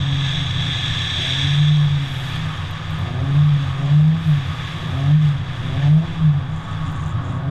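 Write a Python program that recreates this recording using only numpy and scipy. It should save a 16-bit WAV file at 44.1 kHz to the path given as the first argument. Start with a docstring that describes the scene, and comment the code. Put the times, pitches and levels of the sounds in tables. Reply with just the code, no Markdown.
"""First a V8 engine growls over scrubbing, ringing tyres: a car drifts on asphalt, heard from a camera on its body.
Throttle blips raise the firing note, a sine that booms near the body's resonance; exhaust lines and gas noise rasp.
The tyres roar, scrub, hiss, squeal and throw sand: all shaped noise, as are the rumbling panels and the airstream.
Stones tick as short noise bursts, and from halfway a loose part buzzes, knocked about by the firings.
The camera's limiter turns everything down at the peaks, so a boom ducks the tyres."""
import sys
import numpy as np
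from scipy import signal
from scipy.fft import rfft, irfft, next_fast_len
from scipy.io import wavfile
from scipy.ndimage import uniform_filter1d, minimum_filter1d, map_coordinates

SR = 44100
rng = np.random.default_rng(int(sys.argv[2]) if len(sys.argv) > 2 else 0)


def to_wav(sig):
    """Store sig (one row per channel, or 1-D mono) as 16-bit WAV at the path in sys.argv[1].

    Samples outside -1..1 are clipped; the rate is SR.
    """
    pcm = np.clip(np.atleast_2d(sig), -1, 1) * 32767
    pcm = np.round(pcm).astype(np.int16)
    wavfile.write(sys.argv[1], SR, pcm.T)  # frames by channels


N = 330750  # length in samples

# Levels in the tables are relative: later gains and the limiter still act on them.
# throttle blips: pedal down t/s, firing rate then f/Hz, pedal up t/s, firing rate then f/Hz,
# bend of the climb (over 1 starts slowly), bend of the fall (over 1 drops fast at first), strength level/dB
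THROTTLE_BLIPS = [(0.0, 136.8, 0.14, 139.9, 0.98, 1.56, 1.5), (1.21, 120.7, 1.72, 151.4, 0.58, 1.14, -2.5),
                  (3.02, 106.9, 3.46, 151.1, 0.7, 2.1, 0), (3.82, 134.2, 4.23, 165.7, 0.74, 2.06, -1.5),
                  (4.76, 115.4, 5.2, 156.8, 1.19, 1.58, -1.5), (5.6, 123.0, 6.1, 174.8, 1.41, 1.16, -1),
                  (6.64, 112.0, 7.52, 139.6, 3.05, 0.99, 0)]
# how the body booms at each firing rate: f/Hz, level/dB
BODY_BOOM = [(108, -38), (122, -34), (130, -28.5), (138, -23), (144, -16), (149, -10.8), (156, -10),
             (160, -15.5), (164, -26), (173, -32)]
# exhaust lines under load: multiple of crank speed, level/dB
EXHAUST_LINES = [(3, 2), (5, 1.5), (5.5, -6), (6, 1), (7, -6.5), (7.5, -4.5), (8, 6), (8.5, -6.5), (10, -8),
                 (11.5, -1), (12, 2), (15, -5.5), (16, -1), (16.5, -0.5), (18.5, -6), (20, 0), (20.5, -3.5),
                 (23, -4.5), (24, -1.5), (26, -7.5)]
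# path from the tailpipe through the body: f/Hz, level/dB
TAILPIPE_PATH = [(60, 2.5), (185, 5.5), (212, -7), (248, 3), (282, 3), (308, -1), (385, 0), (450, -4),
                 (580, -1), (700, 2.5), (850, -4.5), (1300, -12)]
# shaking by the uneven cylinders, between the firing lines: multiple of crank speed, level/dB
LOPE_ORDERS = [(2, -6.5), (2.5, -0.5), (3, -0.5), (3.5, 0), (4.5, -9.5), (5, -4.5)]
# resonances of the body panels: f/Hz, width f/Hz, level/dB
BODY_PANELS = [(58.6, 20, -15), (92.4, 13.7, -0.5), (106.7, 14.5, -8), (128, 35, -8), (155.7, 7.6, 3),
               (183, 31.3, -17.5), (260, 27, -20), (278.6, 8.3, -16.5)]
# rough stretches of asphalt: start t/s, end t/s, level/dB
ROUGH_STRETCHES = [(.1, 1.55, -41), (4.9, 5.2, -34), (6.52, 6.66, -41), (6.84, 7.4, -28)]
# spectrum of the airstream: f/Hz, level/dB
WIND_SPECTRUM = [(8, -8), (16, 0), (26, -6), (40, -17), (60, -22), (110, -45)]
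# gusts on the camera: start t/s, end t/s, level/dB
WIND_GUSTS = [(.15, .4, -37), (2.55, 2.85, -36), (4.8, 5.3, -46), (6.12, 6.3, -26.5)]
# spectrum of the tread roar: f/Hz, level/dB
ROAR_SPECTRUM = [(150, -26), (230, -8), (340, -3), (450, -7.5), (530, -4), (600, -9), (720, -2.5),
                 (950, -5), (1200, -3), (1500, -6.5), (1780, -7.5), (1900, -9), (2400, -23.5), (4000, -27)]
# spectrum of rubber rubbing on asphalt: f/Hz, level/dB
SCRUB_SPECTRUM = [(700, -27), (1500, -5), (1750, 2), (2100, -3), (3100, -4.5), (3350, 2), (3900, -6.5),
                  (4150, -12), (4800, -14.5), (5200, -19.5), (5700, -16.5), (6000, -22), (6400, -18),
                  (8000, -28), (9200, -44)]
# how hard the tyres rub sideways: t/s, level/dB
SIDEWAYS_RUB = [(0.0, -32), (0.29, -27), (1.36, -22.5), (1.88, -31), (3.13, -38), (3.7, -36), (4.05, -37.5),
                (4.66, -34), (5.41, -39), (5.83, -35.5), (6.06, -38.5), (6.12, -38), (6.43, -44.5),
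                (6.75, -41.5), (7.5, -47.5)]
# hard slide, in which the rubber bites and rings: start t/s, end t/s, share that rings level/dB
HARD_SLIDES = [(-.7, 2.04, -1.5)]
# ring of a hard slide: f/Hz, width f/Hz, level/dB
SLIDE_MODES = [(1733, 130, -7), (2400, 1150, -14.5), (3385, 240, 0), (3610, 240, -4), (3860, 220, -7.5),
               (4780, 350, -25), (5610, 190, -18), (6270, 190, -22), (6530, 190, -22), (7580, 550, -29),
               (8150, 400, -33), (9550, 600, -46), (10450, 380, -38)]
# spectrum of the tyre hiss and the coarser grit: f/Hz, level/dB
HISS_SPECTRUM = [(3000, -31), (4500, 1.5), (7000, 4), (8600, 8.5), (9700, 4), (11700, 0), (13000, -5),
                 (15000, -13)]
# tread stick-slip tones and, last, their hoarse skirt: f/Hz, width f/Hz, level/dB
SQUEAL_MODES = [(1107, 16, 0), (1145, 24, -5), (1195, 50, -7), (1254, 40, -5), (1130, 900, -15)]
# spells in which the tread squeals: start t/s, end t/s, level/dB
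SQUEAL_SPELLS = [(0, 1.2, -46.5), (2.25, 2.65, -38.5), (2.7, 3.1, -39), (3.2, 3.9, -41), (4.4, 5.05, -40.5),
                 (6.62, 7.5, -38.5)]
# patches of loose sand under the tyres: start t/s, end t/s, level/dB
SAND_PATCHES = [(1.15, 1.55, -79), (1.75, 2.0, -71), (2.06, 2.36, -59.5), (4.22, 4.36, -62),
                (4.4, 5.03, -70), (6.8, 7.15, -80)]
# stones ticking on the body: t/s, peak level/dB
STONE_TICKS = [(.148, -46), (2.358, -38), (2.575, -41), (2.711, -36), (2.908, -39), (2.99, -38),
               (3.019, -47), (4.79, -50), (5.155, -43), (6.922, -42), (7.085, -47)]
# resonances of the loose part: f/Hz, width f/Hz, level/dB
LOOSE_PART_MODES = [(6400, 1100, -2.5), (7100, 840, 2), (8700, 850, -4.5)]
# spells in which the loose part rattles: start t/s, end t/s, level/dB
RATTLE_SPELLS = [(3.78, 3.88, -57), (6.51, 6.75, -58), (6.83, 7.13, -53), (7.23, 7.38, -57)]
# dead spots of the camera housing: f/Hz, width f/Hz, level/dB
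HOUSING_DIPS = [(430, 30, -3), (1350, 60, -3), (1910, 70, -4), (4220, 170, -5), (5950, 110, -7),
                (6870, 130, -3), (8850, 220, -2)]

FLYWHEEL_S = .15  # span over which the turns of the revs are rounded
# the engine is under load while it gains speed; the pedal moves just ahead of the revs
FULL_LOAD_HZ_PER_S, PEDAL_LEAD_S, COAST_DB = 88, 0.033, -10.5
RASP_DB_PER_HZ, CRUISE_HZ = 0.0871, 137  # the exhaust grows louder with the firing rate
# louder at full load; the body is slow to follow pitch, and slower to follow load
BOOM_LOAD_DB, BOOM_LAG_S, BOOM_HANG_S = 4, 0.0092, 0.024
CEILING_DB, HOLD_S, LIMITER_ATTACK_S = -6.8, .045, .014  # the camera's limiter
TOP_HZ = 15200  # the camera passes nothing above this


def amp(db):
    """Turn decibels into gain."""
    return 10 ** (np.asarray(db) / 20)


def unit(x):
    """Scale to rms 1."""
    return x / np.sqrt(np.mean(x ** 2) + 1e-20)


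def noise():
    """White noise."""
    return rng.standard_normal(N)


def wobble(rate):
    """A smooth random curve through rate new values a second."""
    knots = rng.standard_normal(int(N * rate / SR) + 4)
    return map_coordinates(knots, [np.arange(N) * rate / SR])


def curves(rows):
    """One value per sample for each column after the time."""
    times, *columns = np.transpose(rows)
    return [np.interp(np.arange(N) / SR, times, column) for column in columns]


def shifted(curve, delay_s):
    """The same curve, later by delay_s."""
    t = np.arange(N) / SR
    return np.interp(t - delay_s, t, curve)


def spells(rows, fade_s, steady_db=-120):
    """Gain of (start, end, dB) spells that fade in and out, over a steady level."""
    t = np.arange(N) / SR
    power = amp(steady_db) ** 2
    for start, end, db in rows:
        # each fade is halfway at the start or end time
        gate = np.clip(np.minimum(t - start, end - t) / fade_s + .5, 0, 1)
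        power = power + (amp(db) * gate) ** 2
    return np.sqrt(power)


def filtered(x, response):
    """x times a response of frequency, its ends mirrored so that they do not click."""
    edge = SR // 4
    x = np.pad(x, [(0, 0)] * (x.ndim - 1) + [(edge, edge)], mode="reflect")
    size = next_fast_len(x.shape[-1], real=True)
    spectrum = rfft(x, size) * response(np.fft.rfftfreq(size, 1 / SR))
    return irfft(spectrum, size)[..., edge:edge + N]


def coloured(x, points):
    """x shaped by (Hz, dB) points, at rms 1."""
    f, db = np.transpose(points)

    def response(hz):
        return amp(np.interp(np.log(hz + 1), np.log(f), db, left=-120, right=-120))
    return unit(filtered(x, response))


def resonant(x, modes):
    """x through steep-sided (Hz, width, dB) resonances, at rms 1."""
    def response(hz):
        return np.sqrt(sum(amp(db) ** 2 / (1 + (2 * (hz - centre) / width) ** 4)
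                           for centre, width, db in modes))
    return unit(filtered(x, response))


def revs():
    """Firing rate in Hz: each blip drives it up, then it falls until the next; the flywheel rounds the turns."""
    t = np.arange(N) / SR

    def progress(start, end):
        return np.clip((t - start) / (end - start), 0, 1)

    rate = np.full(N, float(THROTTLE_BLIPS[0][1]))
    for down, low, up, top, climb, fall, db in THROTTLE_BLIPS:
        rate += (top - low) * progress(down, up) ** climb
    for blip, following in zip(THROTTLE_BLIPS, THROTTLE_BLIPS[1:]):
        down, low, up, top, climb, fall, db = blip
        next_down, next_low, *_ = following
        rate -= (top - next_low) * (1 - (1 - progress(up, next_down)) ** fall)
    size = int(FLYWHEEL_S * SR / 2)
    running_on = np.pad(rate, size, mode="reflect", reflect_type="odd")
    # two averages of half the span each
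    return uniform_filter1d(uniform_filter1d(running_on, size), size)[size:-size]


def throttle(rate):
    """Load 0-1, in proportion to how fast the revs are about to climb."""
    climb_hz_per_s = shifted(np.gradient(rate) * SR, -PEDAL_LEAD_S)
    return np.clip(climb_hz_per_s / FULL_LOAD_HZ_PER_S, 0, 1)


def strength():
    """Each blip keeps its own strength in dB until the next, with the steps smoothed."""
    downs, *_, db = np.transpose(THROTTLE_BLIPS)
    current = np.maximum(np.searchsorted(downs, np.arange(N) / SR) - 1, 0)
    return uniform_filter1d(db[current], SR // 5, mode="nearest")


def engine(crank, rate, jitter=0.007, flutter=0.37, rasp_db=-33, second_db=-39, rush_db=-43.0):
    """The booming firing note, the exhaust lines of eight uneven cylinders and the rush of their gas."""
    load = throttle(rate)
    load_db = COAST_DB * (1 - load)
    angle = 2 * np.pi * crank

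    note = np.sqrt(2) * np.sin(4 * angle)  # four firings a turn
    boom_db = np.interp(shifted(rate, BOOM_LAG_S), *np.transpose(BODY_BOOM))
    boom_db = boom_db + BOOM_LOAD_DB * shifted(load, BOOM_HANG_S)
    boom = amp(boom_db + 0.6 * wobble(24)) * note

    # the octave of the firing note stands out only as it crosses the highest panel resonance
    octave = resonant(np.sin(8 * angle), BODY_PANELS[-1:])
    octave = amp(second_db + load_db + 1.6 * wobble(24)) * octave

    # no two firings are alike, so every line flutters in strength and they share a shaky timing
    shaky = angle + jitter * wobble(40)
    lines = np.zeros(N)
    for multiple, db in EXHAUST_LINES:
        # an open throttle sharpens the exhaust pulses: high lines gain most
        gain = amp(db + .05 * (multiple - 8) * load_db)
        phase = rng.uniform(0, 2 * np.pi)
        lines += gain * (1 + flutter * wobble(22)) * np.sin(multiple * shaky + phase)
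    rasp = amp(rasp_db) * coloured(lines, TAILPIPE_PATH)

    # the gas rushes in time with the firing note
    rush = amp(rush_db) * coloured((1 + note / 2) * noise(), TAILPIPE_PATH[3:])
    exhaust = amp(load_db + RASP_DB_PER_HZ * (rate - CRUISE_HZ)) * (rasp + rush)
    return amp(strength()) * (boom + octave + exhaust)


def lope(crank, lope_db=-32.0, flutter=0.66):
    """Low crank orders beat against each other in the body panels."""
    orders = np.zeros(N)
    for multiple, db in LOPE_ORDERS:
        phase = rng.uniform(0, 2 * np.pi)
        orders += amp(db) * (1 + flutter * wobble(25)) * np.sin(2 * np.pi * multiple * crank + phase)
    return amp(lope_db + strength()) * resonant(orders, BODY_PANELS)


def road(rumble_db=3.5, evenness=0.41):
    """Road and driveline shake the body panels; the airstream buffets the camera."""
    panels = resonant(noise(), BODY_PANELS)
    # the shaking throbs quickly, but its slower swings in level are partly evened out
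    swell = np.abs(uniform_filter1d(panels ** 2, SR // 6)) + 1e-6
    panels = unit(panels / swell ** (evenness / 2))
    shake = amp(rumble_db + 1.3 * wobble(7)) * spells(ROUGH_STRETCHES, fade_s=0.05, steady_db=-31)
    airstream = spells(WIND_GUSTS, fade_s=0.17, steady_db=-37) * amp(1.4 * wobble(3.3))
    return shake * panels + airstream * coloured(noise(), WIND_SPECTRUM)


def tyres(roar_db=-39.0, hiss_db=-25.0, smear_db=-14):
    """Tread roar, grainy scrub that rings in a hard slide, stick-slip squeal and sprayed grit."""
    rub_db, = curves(SIDEWAYS_RUB)
    bite = np.clip(spells(HARD_SLIDES, fade_s=0.77, steady_db=-20.5), 0, 1)
    grip_db = 1.04 * wobble(7.4)  # the asphalt is uneven
    grain = amp(.9 * wobble(350) + .4 * wobble(25))
    roar = amp(roar_db + 0.23 * wobble(8)) * coloured(noise(), ROAR_SPECTRUM)
    scrub = np.sqrt(1 - bite) * coloured(grain * noise(), SCRUB_SPECTRUM)
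    ring = np.sqrt(bite) * resonant(grain * noise(), SLIDE_MODES)
    # biting rubber smears on the asphalt and sprays less grit
    grit = coloured(noise() * amp(2.2 * wobble(900)), HISS_SPECTRUM)
    hiss = amp(hiss_db + smear_db * bite ** 2 + 1.5 * wobble(8.9)) * grit
    return roar + amp(rub_db + grip_db) * (scrub + ring + hiss) + squeal() + spray()


def squeal(waver=0.004):
    """The tread sticks and slips: noise rings at its tones, and the pitch wavers with the grip."""
    clock = np.cumsum(1 + waver * wobble(14))  # uneven reading speed bends the pitch
    tones = map_coordinates(resonant(noise(), SQUEAL_MODES), [clock], mode="reflect")
    return spells(SQUEAL_SPELLS, fade_s=0.18, steady_db=-44) * amp(0.58 * wobble(11)) * tones


def spray(coarse_db=3):
    """Fine sand sizzles on the wheel arches, most in the loose patches; coarser grit hisses below it."""
    fine = resonant(noise() * amp(2.4 * wobble(900)), [(11700, 1900, 0)])
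    coarse = amp(coarse_db) * coloured(noise() * amp(2.4 * wobble(900)), HISS_SPECTRUM)
    return spells(SAND_PATCHES, fade_s=.15, steady_db=-80.5) * (fine + coarse)


def stones(life_s=0.002):
    """Single stones tick against the body: bright noise bursts that fall 60 dB in life_s."""
    t = np.arange(SR // 50) / SR
    band = signal.butter(2, [10800, 14500], "band", fs=SR, output="sos")
    out = np.zeros(N + SR)
    for start, db in STONE_TICKS:
        burst = rng.standard_normal(len(t)) * amp(-60 * t / life_s)
        tick = signal.sosfilt(band, burst)
        out[round(start * SR):][:len(t)] += amp(db) * tick / np.abs(tick).max()
    return out[:N]


def buzz(crank):
    """A loose part chatters, knocked about once for each firing, at slightly shaky times."""
    knocks = np.diff(np.floor(4 * crank + .22 * wobble(70)), prepend=0) > 0
    t = np.arange(SR // 60) / SR
    fading = amp(-60 * t / .018)  # falls at 60 dB in 18 ms
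    contacts = signal.fftconvolve(knocks * amp(2.3 * noise()), fading)[:N]
    return spells(RATTLE_SPELLS, fade_s=.06) * resonant(contacts * noise(), LOOSE_PART_MODES)


def limited(x):
    """Peaks over the ceiling turn everything down for a moment, so the tyres duck under each boom."""
    needed = np.minimum(1, amp(CEILING_DB) / (np.abs(x) + 1e-9))
    hold, attack = int(HOLD_S * SR), int(LIMITER_ATTACK_S * SR)
    held = minimum_filter1d(needed, hold + attack, origin=(hold - 1) // 2)
    return x * uniform_filter1d(held, attack)


def scene():
    """Everything rides on the same car; the crank turns once in four firings."""
    rate = revs()
    crank = np.cumsum(rate) / SR / 4  # turns so far
    mix = engine(crank, rate) + lope(crank) + road() + tyres() + stones() + buzz(crank)
    return mix[None]


def record(dry):
    """The housing swallows a few narrow bands; the camera limits the peaks and cuts off the top."""
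    def housing(hz):
        return amp(sum(db * np.exp(-((hz - centre) / width) ** 2) for centre, width, db in HOUSING_DIPS))

    def band_limit(hz):
        return np.clip((TOP_HZ - hz) / 100, 0, 1)

    housed = filtered(dry, housing)
    soft_ends = signal.windows.tukey(N, .001)
    return filtered(limited(housed) * soft_ends, band_limit)


dry = scene()
out = record(dry)
to_wav(out)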